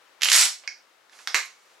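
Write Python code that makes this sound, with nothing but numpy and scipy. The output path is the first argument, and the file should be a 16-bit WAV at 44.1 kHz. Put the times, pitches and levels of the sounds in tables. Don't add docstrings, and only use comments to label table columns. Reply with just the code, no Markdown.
import sys
import numpy as np
from scipy import signal
from scipy.fft import rfft, irfft, next_fast_len
from scipy.io import wavfile

SR = 44100
rng = np.random.default_rng(int(sys.argv[2]) if len(sys.argv) > 2 else 0)


def unload_audio(sound):
    columns = np.transpose(np.atleast_2d(sound))
    steps = np.round(np.clip(columns, -1, 1) * 32767)
    wavfile.write(sys.argv[1], SR, steps.astype(np.int16))


N = 79380

# (frequency [Hz], level [dB])
HISS_COLOUR = [(15, -54.5), (25, -25), (113, -20), (156, -18), (322, -6), (509, -1), (703, -2), (762, -1),
               (997, -1), (1270, 0), (3930, -7.5), (11200, -19.5), (15500, -25.5)]
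# (time [s], left level [dB], right level [dB])
HISS_LEVEL = [(0, -52.5, -63), (.2, -53.5, -63.5), (.9, -55.5, -65), (1.1, -56, -66.5), (1.6, -55, -64),
              (1.8, -53.5, -61.5)]
# (frequency [Hz], left minus right [dB])
HISS_PAN = [(60, -14.5), (300, -5.5), (1300, -2.5), (4400, -4.5), (8000, -7.5), (15000, -20)]

# (time [s], level [dB])
RASP = [(.205, -88), (.23, -39), (.305, -30.5), (.325, -20), (.37, -18.5), (.398, -22), (.422, -20),
        (.45, -29.5), (.475, -45), (.52, -83)]
# (frequency [Hz], level [dB])
RASP_COLOUR = [(60, -56), (150, -39), (370, -23.5), (620, -14.5), (1000, -12.5), (2100, 2.5), (2900, -3.5),
               (4500, 1), (7300, 0.5), (9200, -3), (11200, -8.5), (13300, -19), (15500, -40.5)]

# (time [s], level relative to CLACK_DB [dB], treble tilt [dB/octave])
CLACKS = [(0.2057, -40, -3.5), (0.2105, -23, -4), (0.2186, -6.5, -1.5), (0.225, -15.5, -1.5),
          (0.2318, 0.5, 0.5), (0.2457, -6.5, 7), (0.256, -3.5, -4.5), (0.2857, -2, -3), (0.2995, -5, 3.5),
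          (0.3167, 1, -0.5), (0.3234, -9.5, 0), (.3298, -2.5, 3), (0.3366, -2, -1), (0.3432, -4.5, -2),
          (0.351, -1, 2), (0.3629, -0.5, 8), (.3768, -9, 1.5), (0.392, -4.5, -1), (0.4102, -3, 4.5),
          (0.4289, -10, -2), (0.4531, -7, 3.5), (0.4599, -12, -4)]
# (frequency [Hz], level [dB])
CLACK_COLOUR = [(30, -65.5), (120, -50), (330, -26), (800, -20), (1300, -8), (2000, 0), (2400, -1.5),
                (2950, 0), (3700, -1), (5500, -1), (7200, -5), (9300, -18.5), (11000, -9), (13000, -20.5),
                (15500, -38)]
CLACK_DB = 8
# (time [s], boost [dB])
TUBE_RING = [(.215, 2), (.232, 8), (.29, 10), (.315, -1.5)]
TUBE_HZ, TUBE_WIDTH_HZ = 2950, 580

# (time [s], level [dB])
THUMPS = [(.318, -71.5), (.347, -57), (0.411, -78), (0.45, -79.5), (1.347, -65.5)]

# (time [s], level [dB])
KNOCKS = [(.636, -26.5), (1.13, -30.5), (1.19, -28), (1.2737, -16.5)]
# (frequency [Hz], level [dB])
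KNOCK_COLOUR = [(100, -35), (300, -15), (750, -3), (1200, -1), (2300, 2.5), (4000, -6), (12000, -44)]

# (frequency [Hz], level [dB])
CLICK_COLOUR = [(50, -62), (300, -50), (750, -26), (1050, -20.5), (1400, -11.5), (1650, -4.5), (1900, -8),
                (2210, 7.5), (2310, -5), (2450, 2.5), (2750, -17.5), (3200, -14.5), (3650, -23),
                (4200, -13.5), (4750, -3.5), (5100, -5.5), (5600, -4.5), (6500, -13), (7600, -27.5),
                (9800, -36), (11300, -41.5), (15000, -54)]
CLICK_S, CLICK_DB = .6760, -2

# (time [s], level [dB])
RUB = [(1.09, -83), (1.125, -60.5), (1.20, -56), (1.26, -59.5), (1.335, -57), (1.38, -67.5), (1.75, -69.5),
       (1.8, -84)]
# (frequency [Hz], level [dB])
RUB_COLOUR = [(120, -36.5), (250, -8.5), (700, -10.5), (1300, -2.5), (2200, -1), (3100, -7.5), (4500, -1),
              (7500, -3.5), (9300, -10), (11300, -9), (15000, -32.5)]

# (time [s], level [dB])
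TAPS = [(1.096, -31), (1.1267, -33.5), (1.1895, -25.5), (1.2737, -1)]
# (frequency [Hz], level [dB])
TAP_COLOUR = [(30, -68), (150, -52), (400, -26.5), (900, -15.5), (1300, -6), (1680, 6.5), (2200, -4),
              (2900, -12), (3650, -3.5), (4400, -7.5), (5400, -4), (6200, -11.5), (7500, -18), (10000, -28),
              (12000, -23), (15500, -52.5)]

# (time [s], level [dB])
LOCK = [(1.3435, -10.5), (1.3449, 8.5), (1.3512, -1), (1.3560, 1), (1.363, -2.5)]
# (frequency [Hz], level [dB])
LOCK_COLOUR = [(30, -73), (100, -46.5), (200, -31.5), (440, -14.5), (850, -15.5), (1080, -4.5), (1450, -4),
               (2100, 7.5), (2550, 0.5), (3200, -8.5), (4100, -5), (5200, -10.5), (6000, -8), (7000, -10),
               (8200, -13.5), (9300, -21.5), (12200, -18), (15500, -48.5)]

PING_S, PING_HZ, PING_DB, PING_T60_S = 1.455, 11250, -44, 0.06

# (frequency [Hz], relative level [dB], decay time T60 [s])
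STEEL = [(1075, -8.5, 0.13), (1233, -6.5, 0.13), (1725, -1.5, 0.067), (2115, 0.5, 0.093),
         (2220, -0.5, 0.37), (2360, -2, 0.16), (3920, -4.5, .2), (4420, -7.5, 0.18), (5710, -11.5, 0.24),
         (6430, -8, 0.28), (6850, -7, 0.17), (8140, -9, .22)]

# (frequency [Hz], T60 [s])
ROOM_T60 = [(200, 0.1), (800, 0.26), (2100, 0.27), (5500, .3), (12000, .24)]
# (frequency [Hz], level [dB])
ROOM_COLOUR = [(200, -2.5), (800, 2), (2000, -2.5), (4500, 1), (8000, 3), (13000, -1)]
# (frequency [Hz], left-right likeness [0-1])
ROOM_ALIKE = [(200, .4), (1000, 0.99), (3000, .65), (6000, 0.58), (9000, 0.46), (12000, .1)]
# (frequency [Hz], left minus right [dB])
ROOM_PAN = [(100, -3), (400, -16), (1300, -8.5), (2400, -5), (4400, -3.5), (8000, -1), (10000, 8),
            (13000, -8.5)]
# (frequency [Hz], left minus right [dB])
DIRECT_PAN = [(300, -5.5), (4000, -5), (8000, -4.5), (13000, -4.5)]
ROOM_DELAY_S, ROOM_RISE_S = 0.0014, 0.0022

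LEFT_LAG_S = .000014
TOP_HZ = 15900


def amp(db):
    return 10 ** (np.asarray(db) / 20)


def unit(x):
    return x / np.sqrt(np.mean(x ** 2) + 1e-20)


def along(points, hz):
    f, v = np.transpose(points)
    return np.interp(np.log(hz + 1), np.log(f + 1), v)


def curves(rows):
    s, *cols = np.transpose(rows)
    return np.array([np.interp(np.arange(N) / SR, s, c) for c in cols])


def filtered(x, response):
    n = x.shape[-1]
    m = next_fast_len(n + 4096)
    return irfft(rfft(x, m) * response(np.fft.rfftfreq(m, 1 / SR)), m)[..., :n]


def panned(x, pan):
    return filtered(x, lambda hz: amp(np.outer([.5, -.5], along(pan, hz))))


def body(colour, tilt_db=0, size=4096):
    hz = np.fft.rfftfreq(size, 1 / SR)
    octaves = np.log2(np.clip(hz, 1000, 12000) / 4000)
    cepstrum = irfft(np.log(amp(along(colour, hz) + tilt_db * octaves)))
    cepstrum[1:size // 2] *= 2
    cepstrum[size // 2 + 1:] = 0
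    return irfft(np.exp(rfft(cepstrum)))


def noise_pair(n, alike):
    def mid_side_gains(hz):
        turn = np.arccos(np.clip(along(alike, hz), -1, 1)) / 2
        return np.array([np.cos(turn), np.sin(turn)])

    mid, side = filtered(rng.standard_normal((2, n)), mid_side_gains)
    return np.array([mid + side, mid - side])


def in_room(x, wet_db):
    hz, t, z = signal.stft(noise_pair(SR // 2, ROOM_ALIKE), SR, nperseg=256)
    decay_db = along(ROOM_COLOUR, hz)[:, None] - 60 * t / along(ROOM_T60, hz)[:, None]
    tail = signal.istft(z * amp(decay_db), SR, nperseg=256)[1]
    tail_s = np.arange(tail.shape[1]) / SR
    tail = tail * np.clip((tail_s - ROOM_DELAY_S) / ROOM_RISE_S, 0, 1)
    tail = tail * np.sqrt(2) / np.linalg.norm(tail)
    wet = signal.fftconvolve(x[None], tail, axes=1)[:, :len(x)]
    return panned(x, DIRECT_PAN) + amp(wet_db) * panned(wet, ROOM_PAN)


def add(out, s, x):
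    part = out[:, round(s * SR):][:, :x.shape[-1]]
    part += x[..., :part.shape[1]]


def blow(response, push, swell_s, ring_db):
    t = np.arange(SR // 2) / SR
    burst = rng.standard_normal(len(t)) * t / swell_s * np.exp(-t / swell_s)
    impulse = np.arange(len(t)) == round(swell_s * SR)
    z = rfft(burst / np.linalg.norm(burst) + push * impulse)
    force = irfft(z / (np.abs(z) + 1e-6) ** .8, len(t)) * (t < .1)
    knock = signal.fftconvolve(force, response)[:len(t)]

    ring = np.zeros(len(t))
    for hz, db, t60 in STEEL:
        level = amp(db + rng.normal(0, 2) - 60 * t / t60)
        ring += level * np.sin(2 * np.pi * (hz * t + rng.random()))
    ring = ring * (1 - np.exp(-t / .002))
    return knock / np.linalg.norm(knock) + amp(ring_db) * ring / np.linalg.norm(ring)


def blows(rows, colour, wet_db, **contact):
    out = np.zeros((2, N))
    response = body(colour)
    for s, db in rows:
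        add(out, s, amp(db) * in_room(blow(response, **contact), wet_db))
    return out


def friction(level, colour, slips_per_s, scatter_db):
    slips = (rng.random(N) < slips_per_s / SR) * rng.choice([-1, 1], N)
    slips = slips * amp(scatter_db * np.clip(rng.standard_normal(N), -2, 2))
    return amp(curves(level)[0]) * unit(signal.fftconvolve(slips, body(colour))[:N])


def hiss():
    alike = [(100, .4), (1500, .5), (10000, 0.099)]  # (frequency [Hz], left-right likeness [0-1])
    air = filtered(noise_pair(N, alike), lambda hz: amp(along(HISS_COLOUR, hz)))
    return amp(curves(HISS_LEVEL)) * unit(panned(air, HISS_PAN))


def rasp():
    return in_room(friction(RASP, RASP_COLOUR, slips_per_s=1800, scatter_db=3.5), wet_db=0)


def clacks():
    out = np.zeros((2, N))
    for s, db, tilt_db in CLACKS:
        boost_db = np.interp(s, *np.transpose(TUBE_RING))
        colour = [(hz, level + boost_db * np.exp(-((hz - TUBE_HZ) / TUBE_WIDTH_HZ) ** 2))
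                  for hz, level in CLACK_COLOUR]
        clack = blow(body(colour, tilt_db), push=.05, swell_s=.0011, ring_db=-24)
        add(out, s, amp(CLACK_DB + db) * in_room(clack, wet_db=-1.5))
    return out


def thumps():
    out, t = np.zeros((2, N)), np.arange(SR // 4) / SR
    colour = [(30, -1.5), (160, -3.5), (400, -22.5), (1500, -79)]  # (frequency [Hz], level [dB])
    for s, db in THUMPS:
        low = unit(filtered(noise_pair(len(t), [(100, .5)]), lambda hz: amp(along(colour, hz))))
        add(out, s, low * amp(db - 60 * t / 0.047) * (1 - np.exp(-t / 0.005)))
    return out


def knocks():
    return blows(KNOCKS, KNOCK_COLOUR, wet_db=5.5, push=0.23, swell_s=0.0013, ring_db=-17)


def click():
    return blows([(CLICK_S, CLICK_DB)], CLICK_COLOUR, wet_db=-3.5, push=.5, swell_s=.0007, ring_db=-38)


def rub():
    return in_room(friction(RUB, RUB_COLOUR, slips_per_s=5200, scatter_db=0), wet_db=-1.5)


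def taps():
    return blows(TAPS, TAP_COLOUR, wet_db=-1, push=.4, swell_s=.0005, ring_db=-16)


def lock():
    return blows(LOCK, LOCK_COLOUR, wet_db=1, push=.6, swell_s=.0006, ring_db=-12)


def late_ping():
    out, t = np.zeros((2, N)), np.arange(SR // 4) / SR
    ping = amp(PING_DB - 60 * t / PING_T60_S) * np.sin(2 * np.pi * PING_HZ * t)
    ping = ping * (1 - np.exp(-t / 0.0011))
    add(out, PING_S, in_room(ping, wet_db=-10))
    return out


def scene():
    backward = rasp() + clacks()
    snap = click()
    forward = rub() + taps() + lock() + late_ping()
    gun = backward + snap + forward + knocks()
    lagged = filtered(gun, lambda hz: np.exp(-2j * np.pi * np.outer([LEFT_LAG_S, 0], hz)))
    return lagged + thumps() + hiss()


def record(dry):
    soft = dry / (1 + np.abs(dry / .88) ** 5) ** (1 / 5)
    return filtered(soft, lambda hz: hz < TOP_HZ)


dry = scene()
out = record(dry)
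unload_audio(out)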